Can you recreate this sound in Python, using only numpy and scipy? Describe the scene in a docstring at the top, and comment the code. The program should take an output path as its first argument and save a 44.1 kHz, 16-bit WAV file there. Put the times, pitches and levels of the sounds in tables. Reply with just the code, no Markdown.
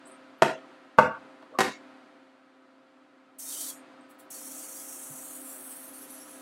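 """A can of cooking spray, heard from a microphone in the kitchen: it rings twice against the counter
and its plastic cap snaps off. The nozzle hisses in one short burst, two small puffs and a long spray.
In the background an appliance hums and blows. Cupboards and walls reflect the can and its hiss,
and one short, hard echo colours everything. After the microphone, a slow gate lets the sound sink
in the pause, and a noise suppressor slowly eats away the long hiss."""
import sys
import numpy as np
from scipy import signal
from scipy.fft import rfft, irfft, next_fast_len
from scipy.io import wavfile
from scipy.ndimage import uniform_filter1d, minimum_filter1d

SR = 44100
rng = np.random.default_rng(int(sys.argv[2]) if len(sys.argv) > 2 else 0)


def to_wav(sig):
    """Store sig (one row per channel, or 1-D mono) as 16-bit WAV at the path in sys.argv[1].

    Samples outside -1..1 are clipped; the rate is SR.
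    """
    pcm = np.clip(np.atleast_2d(sig), -1, 1) * 32767
    pcm = np.round(pcm).astype(np.int16)
    wavfile.write(sys.argv[1], SR, pcm.T)  # frames by channels


N = 282919
TIME, FREQS = np.arange(N) / SR, np.fft.rfftfreq(N, 1 / SR)
FRAMES = dict(nperseg=512, noverlap=384)


def amp(db):
    """Decibels to gain."""
    return 10 ** (np.asarray(db) / 20)


def unit(x):
    """Scales to rms 1."""
    return x / np.sqrt(np.mean(x ** 2) + 1e-20)


def curve(points, hz):
    """Interpolates (frequency, value) points on a log-frequency axis."""
    f, value = np.transpose(points)
    return np.interp(np.log(hz + 1), np.log(f), value)


def add(mix, s, sound):
    """Mixes a sound in at s seconds."""
    part = mix[max(round(s * SR), 0):][:len(sound)]
    part += sound[:len(part)]


def noise(gain):
    """Noise of rms 1, shaped by a gain at each frequency."""
    return unit(irfft(rfft(rng.standard_normal(N)) * gain, N))


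def band(hz, width):
    """Noise in one resonance with steep skirts."""
    return noise(1 / (1 + ((FREQS - hz) / (width / 2 + .1)) ** 2))


def appliance(air_db=-46, hum_db=-45, waver=0.17):
    """In the background, an appliance moves air and its motor tones waver."""
    # moving air: f/Hz, relative level/dB
    air_spectrum = [(40, -44.5), (125, -17.5), (190, -9.5), (280, 0.5), (340, -1.5), (470, -9.5), (660, -3),
                    (850, -8), (1350, -6), (2200, -13.5), (4700, -23.5), (5400, -29.5), (9000, -34.5),
                    (15500, -56)]
    # motor tones: f/Hz, relative level/dB, width of the waver/Hz
    motor_tones = [(263.8, -7, 9.2), (296.6, -6.5, 4.2), (527.6, -9.5, 1.6), (677, -14, 11), (789, -18, 3),
                   (989, -18, 3), (1272, -17.5, 4), (1350, -18.5, 4.9), (1343, -19, 12)]
    hum = np.zeros(N)
    for hz, db, width in motor_tones:
        tone = np.sin(2 * np.pi * (hz * TIME + rng.random()))
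        hum += amp(db) * unit(tone + waver * band(hz, width) * np.sqrt(width / 2))
    air = noise(amp(curve(air_spectrum, FREQS)))
    return amp(air_db) * air + amp(hum_db) * hum


def scuffs():
    """Brief soft scuffs, a faint high narrow chirp just before the first knock, and a soft low bump."""
    # swells of resonant noise: t/s, length/s, f/Hz, width/Hz, relative level/dB
    swells = [(0.047, 0.026, 8100, 1100, -58.5), (0.059, 0.032, 9200, 2600, -58.5),
              (0.107, 0.022, 8670, 958, -58), (0.381, .018, 11600, 400, -71), (1.494, 0.073, 573, 259, -40),
              (1.528, .042, 1122, 200, -38.5), (4.006, 0.012, 8400, 800, -60), (5.088, 0.038, 140, 45, -46)]
    out = np.zeros(N)
    for s, length, hz, width, db in swells:
        swell = np.hanning(max(int(length * SR), 8))
        add(out, s, amp(db) * unit(band(hz, width)[:len(swell)] * swell))
    return out


def impact(hz, t60, db, crack_db, crack_t60, corner_hz):
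    """Modes ring at once under the brief crack of contact; a softer contact has a lower corner."""
    # contact crack: f/Hz, relative level/dB
    crack_spectrum = [(100, -2.5), (400, 3.5), (1500, 6), (3200, -4.5), (5000, -6), (8000, -9),
                      (12000, -15), (16000, -32.5)]
    t, bins = TIME[:SR // 2], np.fft.rfftfreq(SR // 2, 1 / SR)
    signs = (-1) ** np.arange(len(hz))
    ring = sum(sign * amp(level - 60 * t / life) * np.sin(2 * np.pi * f * t)
               for sign, f, life, level in zip(signs, hz, t60, db))
    fade = amp(-60 * t / crack_t60)
    # scattered in time but smooth in spectrum, the crack has no pitch of its own
    scatter = np.exp(1j * np.angle(rfft(rng.standard_normal(len(t)) * fade)))
    colour = unit(amp(curve(crack_spectrum, bins))) / np.hypot(1, bins / corner_hz)
    crack = irfft(scatter * colour, len(t)) * fade ** .15
    return ring + amp(crack_db) * np.linalg.norm(fade) * crack


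def can_knocks():
    """The can meets the counter; landing on its rim or flat decides which modes ring most."""
    # modes of can and counter: f/Hz, t60/s, level on the rim/dB, level when flat/dB
    modes = [(146, .12, -33, -33), (215, .1, -24, -25), (345, .05, -16, -25), (502, .06, -30, -9),
             (615, .055, -20, -10), (675, .04, -6.5, -24), (785, .04, -19, -20), (912, .047, -12.5, -4.5),
             (1020, .03, -17, -18), (1130, .05, -20, -8), (1265, .04, -24, -18), (1420, .035, -18, -18),
             (1550, .035, -19, -12), (1800, .02, -27, -22), (2050, .02, -28, -22), (2540, .02, -26, -30),
             (2830, .02, -24, -26), (3250, .012, -22, -36), (4400, .01, -27, -40)]
    # landings and nudges: t/s, force/dB, flatness/0-1, crack level/dB, crack corner/Hz
    contacts = [(0.4214, 1, 0, -13, 5120), (0.714, -33, 0.36, -43, 405), (0.9856, 3.5, 0.83, -7, 956),
                (1.426, -26.5, 0, -30, 400)]
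    out = np.zeros(N)
    hz, t60, rim_db, flat_db = np.transpose(modes)
    for s, force_db, flat, crack_db, corner_hz in contacts + rocking():
        db = force_db + (1 - flat) * rim_db + flat * flat_db
        add(out, s, impact(hz, t60, db, crack_db, crack_t60=0.039, corner_hz=corner_hz))
    return out


def rocking(start_s=0.98, gap_s=0.024, force_db=-28, flat=0.61, crack_db=-23, corner_hz=420):
    """Contacts of the can rocking as it lands flat: three equal, soft taps."""
    return [(start_s + k * gap_s, force_db, flat, crack_db, corner_hz) for k in range(3)]


def cap_pop():
    """The plastic cap snaps over the rim, one side and then the other."""
    # modes of the cap on the hollow can: f/Hz, t60/s, relative level/dB
    modes = [(203, 0.081, -27), (367.6, 0.058, -18.5), (489, 0.079, -25.5), (759, 0.03, -13.5),
             (1037, 0.022, -12.5), (1205, 0.24, -27.5), (1700, .05, -32), (1861, 0.047, -13),
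             (1860, 0.053, -19), (2500, 0.022, -42), (3790, .018, -29.5), (4620, 0.056, -42.5),
             (8450, 0.061, -62)]
    # the cap lets go: t/s, force/dB, crack level/dB
    snaps = [(1.5875, 0.5, -17.5), (1.6054, -1, -16)]
    out = np.zeros(N)
    hz, t60, db = np.transpose(modes)
    for s, force_db, crack_db in snaps:
        add(out, s, impact(hz, t60, force_db + db, crack_db, crack_t60=0.048, corner_hz=11870))
    return out


def valve(spit_db=8, spit_s=.012, shut_db_per_s=1500):
    """Jet strength: stored pressure spits out first, the flow holds, and letting go shuts it fast."""
    # nozzle presses: t/s, held/s, relative level/dB, opening time/s
    presses = [(3.383, 0.32, -37.5, 0.011), (4.085, .028, -54.5, .025), (4.179, 0.023, -52.5, .02),
               (4.301, 2.2, -44, .005)]
    jet = np.zeros(N)
    for start, held, db, open_s in presses:
        t = np.maximum(TIME - start, 0)
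        spit = spit_db * np.exp(-t / spit_s)
        shut = shut_db_per_s * np.maximum(t - held, 0)
        jet += np.minimum(t / open_s, 1) * amp(db + spit - shut)
    return jet


def spray(sputter=0.16, sputter_width_hz=90, flicker_db=1.3):
    """Turbulent hiss at the nozzle; the oil makes it sputter, and its colour flickers in patches."""
    # the jet: f/Hz, relative level/dB
    jet_spectrum = [(1200, -12), (2500, -8), (3300, -4.5), (3800, -8), (4500, -5.5), (5100, -9.5),
                    (5700, -2), (7600, -2), (8550, 3), (9650, -5), (10800, 3), (12200, -6.5), (13200, -3),
                    (15000, -8.5)]
    _, _, spectra = signal.stft(noise(amp(curve(jet_spectrum, FREQS))), SR, **FRAMES)
    patches = uniform_filter1d(rng.standard_normal(spectra.shape), size=3, axis=0)
    patches = unit(uniform_filter1d(patches, size=30, axis=1))
    _, hiss = signal.istft(spectra * amp(flicker_db * patches), SR, **FRAMES)
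    return unit(hiss[:N]) * valve() * (1 + sputter * band(0, sputter_width_hz))


def kitchen(x, delay_s=.009):
    """Dense reflections reach the microphone off cupboards and walls, each band dying at its own rate."""
    # room decay: f/Hz, t60/s
    decay_times = [(120, 0.48), (400, 0.51), (1000, 0.39), (3000, 0.49), (8000, 0.37), (15000, 0.18)]
    # reflections: f/Hz, relative level/dB
    wet_spectrum = [(120, -4.5), (400, -7), (900, -10), (2000, -4), (5000, -6.5), (15000, -6.5)]
    length = SR * 2 // 3
    taps = rng.standard_normal(length) * (rng.random(length) < .15)
    hz, age, spectra = signal.stft(unit(taps), SR, nperseg=256)
    t60 = curve(decay_times, hz)[:, None]
    decay = amp(curve(wet_spectrum, hz)[:, None] - 60 * age / t60)
    unit_energy = np.sqrt(2 * np.log(1000) / (t60 * SR))
    _, response = signal.istft(spectra * decay * unit_energy, SR, nperseg=256)
    out = np.zeros(N)
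    add(out, delay_s, signal.fftconvolve(x, response))
    return out


def gate(x, threshold_db=-56, depth_db=7.5, open_s=0.15, hold_s=0.096, close_s=0.49):
    """Treble charges a slow gate and quiet drains it: all sinks in a pause and swells with the hiss."""
    hop = 128
    treble = signal.sosfilt(signal.butter(2, 4000, "highpass", fs=SR, output="sos"), x)
    treble_db = 10 * np.log10(abs(uniform_filter1d(treble ** 2, size=512)[::hop]) + 1e-20)
    loud = .5 + .5 * np.tanh((treble_db - threshold_db) / 2)
    full = 1 + hold_s / close_s  # charge above 1 holds the gate open
    charge = [full]
    for flow in loud / open_s - (1 - loud) / close_s:
        charge.append(min(max(charge[-1] + flow * hop / SR, 0), full))
    shut = 1 - np.minimum(charge[1:], 1)
    return x * amp(-depth_db * np.interp(TIME, TIME[::hop], shut))


def suppressor(x, cut_db=-11, threshold_db=8.5, climb_db_per_s=13):
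    """Turns down whatever is near the steady noise; it learns a long hiss, which breaks into patches."""
    hz, t, spectra = signal.stft(x, SR, **FRAMES)
    power = uniform_filter1d(abs(spectra) ** 2, size=3, axis=0)
    power_db = 10 * np.log10(abs(uniform_filter1d(power, size=13, axis=1, origin=6)) + 1e-20)
    background_db = np.percentile(power_db, 35, axis=1, keepdims=True)
    lasting_db = minimum_filter1d(power_db, size=101, axis=1, origin=50)
    # the noise estimate starts from a dull spectrum and climbs under a lasting sound
    start_db = -83 - 11.5 * np.log2((hz[:, None] + 1) / 5400)
    climb_db = climb_db_per_s * t
    learned_db = np.minimum.accumulate(np.maximum(lasting_db, start_db) - climb_db, axis=1) + climb_db
    noise_db = np.maximum(background_db, np.minimum(learned_db, lasting_db))
    passed = .5 + .5 * np.tanh((power_db - noise_db - threshold_db) / 1.4)
    return signal.istft(spectra * amp(cut_db * (1 - passed)), SR, **FRAMES)[1][:N]


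def scene(scuffs_db=-3, spray_db=-2, cap_send_db=1, spray_send_db=-2):
    """Can, cap and spray in front, the kitchen around them and the appliance behind, in mono."""
    can, cap = can_knocks(), cap_pop()
    scuffing = amp(scuffs_db) * scuffs()
    hiss = amp(spray_db) * spray()
    room = kitchen(can + scuffing + amp(cap_send_db) * cap + amp(spray_send_db) * hiss)
    return (can + cap + scuffing + hiss + room + appliance())[None]


def record(dry, echo=0.4, echo_s=.007837, gain_db=1.98, low_cut_hz=105, high_cut_hz=15850):
    """A short echo sounds hollow at the microphone; then low cut, gate, suppressor, overload, high cut."""
    size = next_fast_len(N + SR // 10)
    hz = np.fft.rfftfreq(size, 1 / SR)
    comb = 1 + echo * np.exp(-2j * np.pi * hz * echo_s)
    hollow = irfft(rfft(dry[0], size) * comb, size)[:N]
    thin = signal.sosfilt(signal.butter(3, low_cut_hz, "highpass", fs=SR, output="sos"), hollow)
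    clipped = np.clip(amp(gain_db) * suppressor(gate(thin)), -1, 1)
    high_cut = signal.firwin(511, high_cut_hz, window=("kaiser", 9), fs=SR)
    return signal.oaconvolve(clipped, high_cut, "same")[None]


dry = scene()
out = record(dry)
to_wav(out)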